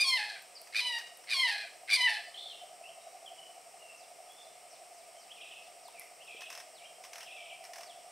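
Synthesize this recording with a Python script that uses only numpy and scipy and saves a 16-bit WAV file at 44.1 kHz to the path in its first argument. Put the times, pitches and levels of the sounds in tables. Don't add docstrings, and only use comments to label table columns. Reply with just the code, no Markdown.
import sys
import numpy as np
from scipy import signal
from scipy.fft import rfft, irfft, next_fast_len
from scipy.io import wavfile
from scipy.ndimage import uniform_filter1d, map_coordinates

SR = 44100
rng = np.random.default_rng(int(sys.argv[2]) if len(sys.argv) > 2 else 0)


def digitize_waveform(pressure):
    field = np.atleast_2d(pressure).T
    bounded = np.clip(field, -1, 1)
    quanta = np.round(bounded * 32767).astype(np.int16)
    wavfile.write(sys.argv[1], SR, quanta)


N = 357651
TIME = np.arange(N) / SR


def amp(db):
    return 10 ** (np.asarray(db) / 20)


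def unit(x):
    return x / np.sqrt(np.mean(x ** 2) + 1e-20)


def along(points, hz):
    f, v = np.transpose(points)
    return np.interp(np.log(hz + 1), np.log(f + 1), v)


def over_time(points, t):
    s, v = np.transpose(points)
    return np.interp(t, s, v)


def wobble(rate, size):
    knots = rng.standard_normal(size // 4)
    return map_coordinates(knots, [np.arange(size) * rate / SR], mode="wrap")


def turning(hz):
    return 2 * np.pi * np.cumsum(hz) / SR


def filtered(x, response):
    size = x.shape[-1]
    m = next_fast_len(size + 4096)
    return irfft(rfft(x, m) * response(np.fft.rfftfreq(m, 1 / SR)), m)[..., :size]


def coloured(x, spectrum):
    return unit(filtered(x, lambda hz: amp(along(spectrum, hz))))


def add(track, s, x):
    part = track[max(round(s * SR), 0):][:len(x)]
    part += x[:len(part)]


def ramp(x, centre, width):
    return np.clip((x - centre) / width + .5, 0, 1)


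ATTACK_S, ATTACK_DB, ATTACK_SCOOP_SHARE = 0.043, 23.5, 0.12
RASP_HZ = 1198.6
STAGE_FLIP_S = 0.017
ROUGHNESS_DECAY_S = 0.014
NOTE_ARCH_HZ = 11.4
OPEN_AT_SHARE, OPEN_OVER_SHARE = 0.46, 0.41
SWELL_DB, SWELL_AT_SHARE, SWELL_WIDTH_SHARE = 5.5, 0.42, 0.17
GROWL_HZ, GROWL_SAG_HZ_PER_S, GROWL_FADE_DB_PER_S, GROWL_ROUGH = 892.6, 450, 82.5, 0.52
# fundamental_db, low_db, middle_db, high_db
RASP_MIX = (-32, -0.2, -10.5, -4.5)
NOTE_START_MIX = (-14.5, -1.5, -4.5, -1.1)
NOTE_END_MIX = (-14, 2.6, -3.5, -9)
GROWL_MIX = (-13.5, -2.6, -12.5, -7.5)


def gesture(t, call, flicker_db=2.5, flicker_rate=80, drift=0.0041, lurch=0.0346):
    (start, clear, crack, end, first_hz, last_hz, rasp_db, first_db, last_db, growl_db,
     held_db, lift_db, rasp_rough, note_rough) = call
    cleared = ramp(t, clear, STAGE_FLIP_S)
    broken = ramp(t, crack, STAGE_FLIP_S)

    def staged(rasp, note, growl):
        return rasp + cleared * (note - rasp) + broken * (growl - note)

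    unready = np.clip(1 - (t - start) / ATTACK_S, 0, 1)
    u = np.clip((t - clear) / (crack - clear), 0, 1)
    growling_s = t - crack

    note_hz = first_hz + u * (last_hz - first_hz) + NOTE_ARCH_HZ * np.sin(np.pi * u)
    rasp_hz = RASP_HZ * (1 - ATTACK_SCOOP_SHARE * unready)
    pitch = staged(rasp_hz, note_hz, GROWL_HZ - GROWL_SAG_HZ_PER_S * growling_s)

    lingering = np.exp(-np.maximum(t - clear, 0) / ROUGHNESS_DECAY_S)
    rough = staged(rasp_rough + unready, note_rough + rasp_rough * lingering, GROWL_ROUGH)

    rasp = np.add.outer(RASP_MIX, rasp_db - ATTACK_DB * unready)
    note = np.outer(np.add(NOTE_START_MIX, first_db), 1 - u) + np.outer(np.add(NOTE_END_MIX, last_db), u)
    note[1] -= held_db * (1 - ramp(u, OPEN_AT_SHARE, OPEN_OVER_SHARE))
    note[2:] += SWELL_DB * np.exp(-((u - SWELL_AT_SHARE) / SWELL_WIDTH_SHARE) ** 2)
    growl = np.add.outer(GROWL_MIX, growl_db - GROWL_FADE_DB_PER_S * growling_s)
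    levels = staged(rasp, note, growl)
    levels[3] += lift_db

    pitch = pitch * (1 + (drift + lurch * rough) * wobble(70.03, len(t)))
    return [pitch, rough] + [db + flicker_db * wobble(flicker_rate, len(t)) for db in levels]


# hz, relative_db
THROAT = [(700, -82), (1300, 1), (1480, 3.5), (1800, 13.5), (2400, 10), (4400, 0.5), (5400, -9),
          (6800, -23.5), (8800, -15.5), (11500, -25), (15500, -42)]
# fade_from_hz, fade_to_hz
CROSSOVERS = [(2560, 2870), (3660, 3890)]


def scream(call, jitter=0.0467, jitter_rate=710, uneven_db=1.5, blur=0.015, half_share=0.66,
           rasp=0.59, growl_hz=105, growl_depth=0.52):
    start, _, _, end = call[:4]
    t = np.arange(max(start, 0), end, 1 / SR)
    size = len(t)
    pitch, rough, fundamental_db, *levels = gesture(t, call)
    rough = np.clip(rough, 0, 1)
    pitch = pitch * (1 + jitter * rough * wobble(jitter_rate, size) + 0.0076 * wobble(204, size))
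    phase = turning(pitch)

    def overtone(k):
        wander = (blur * k ** 2 + 0.58 * k * rough) * wobble(222.6, size)
        return np.sin(k * phase + wander) * amp(uneven_db * min(k / 4, 1) * wobble(71.5, size))

    stack = sum(overtone(k) + half_share * rough * overtone(k + .5) for k in range(2, 16))
    hiss = rng.standard_normal(size) * (1 + np.cos(phase))
    growl_phase = turning(growl_hz * (1 + 0.154 * wobble(59.3, size)))
    growl = 1 + growl_depth * rough * np.sin(growl_phase)
    voice = coloured((unit(stack) + rasp * (rough ** 2 + 0.032) * hiss) * growl, THROAT)

    below = [filtered(voice, lambda hz: np.interp(hz, edge, [1, 0])) for edge in CROSSOVERS]
    bands = np.diff([np.zeros(size), *below, voice], axis=0)
    sound = np.zeros(size)
    for band, db in zip(bands, levels):
        running_rms = np.sqrt(np.abs(uniform_filter1d(band ** 2, size=700)) + 1e-9)
        sound += amp(db) * band / running_rms
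    sound = sound + np.sqrt(2) * amp(fundamental_db) * overtone(0.97) * growl
    return sound * np.clip((t - t[0]) / 0.00061, 0, 1) * np.clip((t[-1] - t) / 0.059, 0, 1)


# start_s (negative: already under way), clear_s, crack_s (into the growl), end_s,
# first_hz, last_hz (of the note), rasp_db, first_db, last_db (of the note), growl_db,
# held_db (low resonance kept down early in the note), lift_db (high resonance),
# rasp_rough, note_rough (0-1)
SCREAMS = [(-0.06, 0.044, 0.176, 0.43, 1108, 1012, -28, -34, -33.5, -33.5, 22, 1, 0.17, 0.059),
           (0.725, 0.805, 0.988, 1.032, 1027, 919, -31.5, -37.5, -39, -41, 13, 0, 0.51, 0.11),
           (1.272, 1.342, 1.474, 1.7, 1117, 987, -32, -36, -30, -32, 10, 1.5, 0.53, 0.084),
           (1.876, 1.965, 2.076, 2.24, 1026, 980.4, -27, -37, -28.5, -32, -2, -0.5, 0.4, 0.072)]


def jay():
    out = np.zeros(N)
    for call in SCREAMS:
        add(out, call[0], scream(call))
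    return out


THROB_HZ, THROB_WANDER_HZ = 11.44, 0.3
# time_s, level_db
HUM_LEVEL = [(0.0, -57.5), (0.8, -62), (2.81, -54), (6.3, -58), (8.0, -52)]
# hz, relative_db
HUM_BAND = [(450, -63), (580, -9.5), (660, -1.5), (700, -2.5), (760, 0), (830, -24.5), (950, -89)]
# time_s, depth_db
THROB_DEPTH = [(0, 4.5), (2, 6.5), (5, 3.5), (6.5, 3.5)]


def hum(line_hz=695, line_db=1, hum_db=-1, waver_db=0.9):
    rate = THROB_HZ + THROB_WANDER_HZ * wobble(2.14, N)
    swing_db = over_time(THROB_DEPTH, TIME) * np.cos(turning(rate))
    throb = unit(amp(swing_db + waver_db * wobble(6, N)))
    line = np.sin(turning(line_hz + 20 * wobble(50, N)))
    tone = unit(coloured(rng.standard_normal(N), HUM_BAND) + amp(line_db) * line)
    return amp(over_time(HUM_LEVEL, TIME) + hum_db) * throb * tone


# hz, relative_db
AIR_LOW = [(25, -58), (45, -39), (70, -29.5), (160, -3.5), (260, -6), (400, 3.5), (520, 7.5), (850, 5),
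           (1080, -1.5), (1230, 5), (1450, -5), (1900, -4.5), (2300, -19)]
AIR_HIGH = [(1600, -11), (2100, 4.5), (2900, 2.5), (3600, -6), (4600, -2), (5500, 5), (6400, -5),
            (7100, -1.5), (8000, 4.5), (8700, 6.5), (9700, -4), (12500, -9), (15500, -13.5)]
# hz, correlation
ALIKE = [(60, -0.053), (110, 0.28), (200, -0.46), (380, 0.23), (700, 0.49), (1290, 0.56), (2380, 0.84),
         (4400, 0.97), (8120, 0.96), (15000, 0.19)]


def air(spectrum):
    mid, side = rng.standard_normal((2, N))

    def turn(hz):
        return np.arccos(np.clip(along(ALIKE, hz), -1, 1)) / 2

    mid = filtered(mid, lambda hz: np.cos(turn(hz)))
    side = filtered(side, lambda hz: np.sin(turn(hz)))
    return coloured(np.array([mid + side, mid - side]), spectrum)


# start_s, level_db (before trim_db), ring_hz
TICKS = [(0.4225, -46.5, 10600), (0.6162, -44, 10300), (1.1723, -46.5, 9900), (4.3214, -54, 10300),
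         (5.881, -50, 9700), (5.996, -33, 9200)]


def ticks(t60=0.0096, trim_db=1):
    out, t = np.zeros(N), np.arange(SR // 10) / SR
    for s, db, hz in TICKS:
        peak = [(hz / 2, -24), (hz * 0.9, -20), (hz, 0), (hz * 1.33, -2), (hz * 1.6, -22)]
        ring = coloured(rng.standard_normal(len(t)), peak)
        add(out, s, amp(db + trim_db - 60 * t / t60) * ring)
    return out


def whistle(pitch, waver_db=3, waver=0.011):
    size = len(pitch)
    swell = np.sqrt(np.abs(np.sin(np.linspace(0, np.pi, size))))
    tone = np.sin(turning(pitch * (1 + waver * wobble(153.0, size))))
    return swell * amp(waver_db * wobble(101, size)) * tone


FLUTTER_HZ, FLUTTER_DB, FLUTTER_PITCH_SHARE = 62.4, 3.5, 0.02
# start_s, length_s, start_hz, end_hz, level_db (before the far mix)
NOTES = [(0.55, 0.033, 5300, 4000, -51), (2.236, 0.06, 5320, 4160, -56), (2.36, 0.088, 4200, 4000, -51),
         (2.596, 0.031, 3070, 3010, -49.5), (2.823, 0.084, 2440, 3330, -53),
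         (2.983, 0.09, 3700, 3900, -64.5), (3.259, 0.034, 3350, 2830, -52.5),
         (3.364, 0.11, 2960, 3032, -54.5), (3.789, 0.14, 2876, 2620, -55.5),
         (4.286, 0.052, 3260, 3450, -58), (4.366, 0.082, 3500, 3500, -57.5), (5.15, 0.08, 3140, 3010, -62),
         (5.935, 0.087, 2723, 1995, -53.5), (6.806, 0.066, 2136, 3350, -52.5)]


def fluttering_notes():
    out = np.zeros(N)
    for s, length, start_hz, end_hz, db in NOTES:
        flutter = np.sin(2 * np.pi * FLUTTER_HZ * TIME[:int(length * SR)])
        glide = np.geomspace(start_hz, end_hz, len(flutter))
        add(out, s, amp(db + FLUTTER_DB * flutter) * whistle(glide * (1 + FLUTTER_PITCH_SHARE * flutter)))
    return out


OPENING_GAP_S, OPENING_DB = 0.0115, -3.5
LEAP_AFTER_S, STROKE_S, STROKE_LOSS_DB = 0.0945, 0.0245, 0.64


def hop(s, db, count=5):
    opening = [(s, db + OPENING_DB), (s + OPENING_GAP_S, db + OPENING_DB)]
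    strokes = [(s + LEAP_AFTER_S + k * STROKE_S, db - k * STROKE_LOSS_DB) for k in range(count)]
    return opening + strokes


# start_s, level_db (before trim_db)
FLICKS = [(0.6715, -40), (0.985, -30.5), (1.0676, -41), (1.238, -43), (6.0168, -42)]
# (of the first stroke, before trim_db)
HOPS = [(6.407, -31.2), (7.037, -32), (7.639, -33)]
# hz, relative_db
FEATHER = [(300, -24), (900, 5), (1400, 0), (1900, 7.5), (4500, -3.5), (5400, 9), (7200, -5.5),
           (9500, -4.5), (15000, -13)]


def wings(t60=0.016, rustle_db=-11.5, rustle_t60=0.14, trim_db=-5.0):
    out, t = np.zeros(N), np.arange(SR // 8) / SR
    decay = amp(-60 * t / t60) + amp(rustle_db - 60 * t / rustle_t60)
    shape = decay * (1 - np.exp(-t / 0.0015))
    for s, db in FLICKS + [snap for row in HOPS for snap in hop(*row)]:
        add(out, s, amp(db + trim_db) * shape * coloured(rng.standard_normal(len(t)), FEATHER))
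    return out


BUZZ_STROKES_PER_S = 40
LEAD_S, LEAD_FROM_HZ, LEAD_TO_HZ, LEAD_DB = 0.067, 2480, 3530, -2.5
# start_s, strokes_per_s, length_s, start_hz, middle_hz, end_hz, fall_hz,
# fade_db (within a stroke), level_db (mid-stroke, before the far mix)
TRILLS = [(2.343, 65, 0.19, 2925, 3497, 2650, 450, 12, -46),
          (5.359, 20, 0.24, 2257, 2273, 2423, 1153, 9, -50.5),
          (6.266, 21.2, 0.23, 2200, 2300, 2400, 1247, 5, -48),
          (7.262, 21.2, 0.24, 2250, 2197, 2140, 1298, 12.5, -49.5)]


def trills(upper_hz=800, upper_db=-10, fall=0.3):
    out = np.zeros(N)
    for s, rate, length, start_hz, middle_hz, end_hz, fall_hz, fade_db, db in TRILLS:
        if rate < BUZZ_STROKES_PER_S:
            grace = whistle(np.geomspace(LEAD_FROM_HZ, LEAD_TO_HZ, int(LEAD_S / 2 * SR)))
            add(out, s - LEAD_S, amp(db + LEAD_DB) * grace)
        arch = np.polyfit([0, .5, 1], [start_hz, middle_hz, end_hz], 2)
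        u = np.linspace(0, 1, int(SR / rate))
        bend = fall_hz * (np.exp(-u / fall) + .5 * u ** 6)
        for at in np.arange(0, length, 1 / rate):
            pitch = np.polyval(arch, at / length) + bend + 50 * rng.standard_normal()
            stroke = whistle(pitch) + amp(upper_db) * whistle(pitch + upper_hz)
            add(out, s + at, amp(db + fade_db * (.5 - u)) * stroke)
    return out


SLUR_S, SLUR_OCTAVES_PER_S = 0.085, 12.8
# start_s, top_hz, level_db (before the far mix)
SLURS = [(3.963, 6950, -61), (4.392, 6950, -62), (4.688, 6950, -61), (4.94, 7050, -62.5),
         (5.173, 7050, -63), (5.606, 6400, -63), (5.823, 6010, -58), (6.738, 5250, -57),
         (7.851, 5440, -55.5)]


def slurs():
    out, t = np.zeros(N), np.arange(int(SLUR_S * SR)) / SR
    for s, top_hz, db in SLURS:
        add(out, s, amp(db) * whistle(top_hz * 2 ** (-SLUR_OCTAVES_PER_S * t)))
    return out


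# start_s, ring_hz, level_db
KNOCKS = [(5.884, 920, -34.5), (6.347, 460, -38)]


def knocks(t60=0.018):
    out, t = np.zeros(N), np.arange(SR // 10) / SR
    for s, hz, db in KNOCKS:
        add(out, s, amp(db - 60 * t / t60) * np.sin(2 * np.pi * hz * t) * (1 - np.exp(-t / 0.0018)))
    return out


# hz, t60_s
THICKET = [(500, 0.17), (3000, 0.56), (6000, 0.4), (12000, 0.38)]
# hz, side_share
SPREAD = [(600, 0.28), (4000, 0.071), (9000, 0.63)]


def thicket(x, echo_s, echo_width_s, echo_gain):
    hz, t, z = signal.stft(rng.standard_normal((2, SR)), SR, nperseg=256)
    z[1] *= along(SPREAD, hz)[:, None]
    swell = 1 + echo_gain * np.exp(-((t - echo_s) / echo_width_s) ** 2)
    decay = amp(-60 * t / along(THICKET, hz)[:, None])
    mid, side = signal.istft(z * swell * decay, SR, nperseg=256)[1]
    tail = np.array([mid + side, mid - side]) / np.linalg.norm(mid)
    return signal.fftconvolve(x[None], tail, axes=1)[:, :N]


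def scene():
    near = jay() + ticks() + wings() + knocks()
    near = near + amp(-7.5) * thicket(near, echo_s=0.21, echo_width_s=0.0078, echo_gain=0.52)
    far = fluttering_notes() + trills() + slurs()
    far = amp(-2.5) * far + amp(-1.5) * thicket(far, echo_s=0.2, echo_width_s=0.068, echo_gain=0.14)
    stereo_hum = hum() * amp([[-0.4], [0.4]])
    hiss = amp(-62.0) * air(AIR_LOW) + amp(-58.0) * air(AIR_HIGH)
    return near + far + stereo_hum + hiss


TOP_HZ = 15730


def record(dry):
    return filtered(dry, lambda hz: hz < TOP_HZ)


dry = scene()
out = record(dry)
digitize_waveform(out)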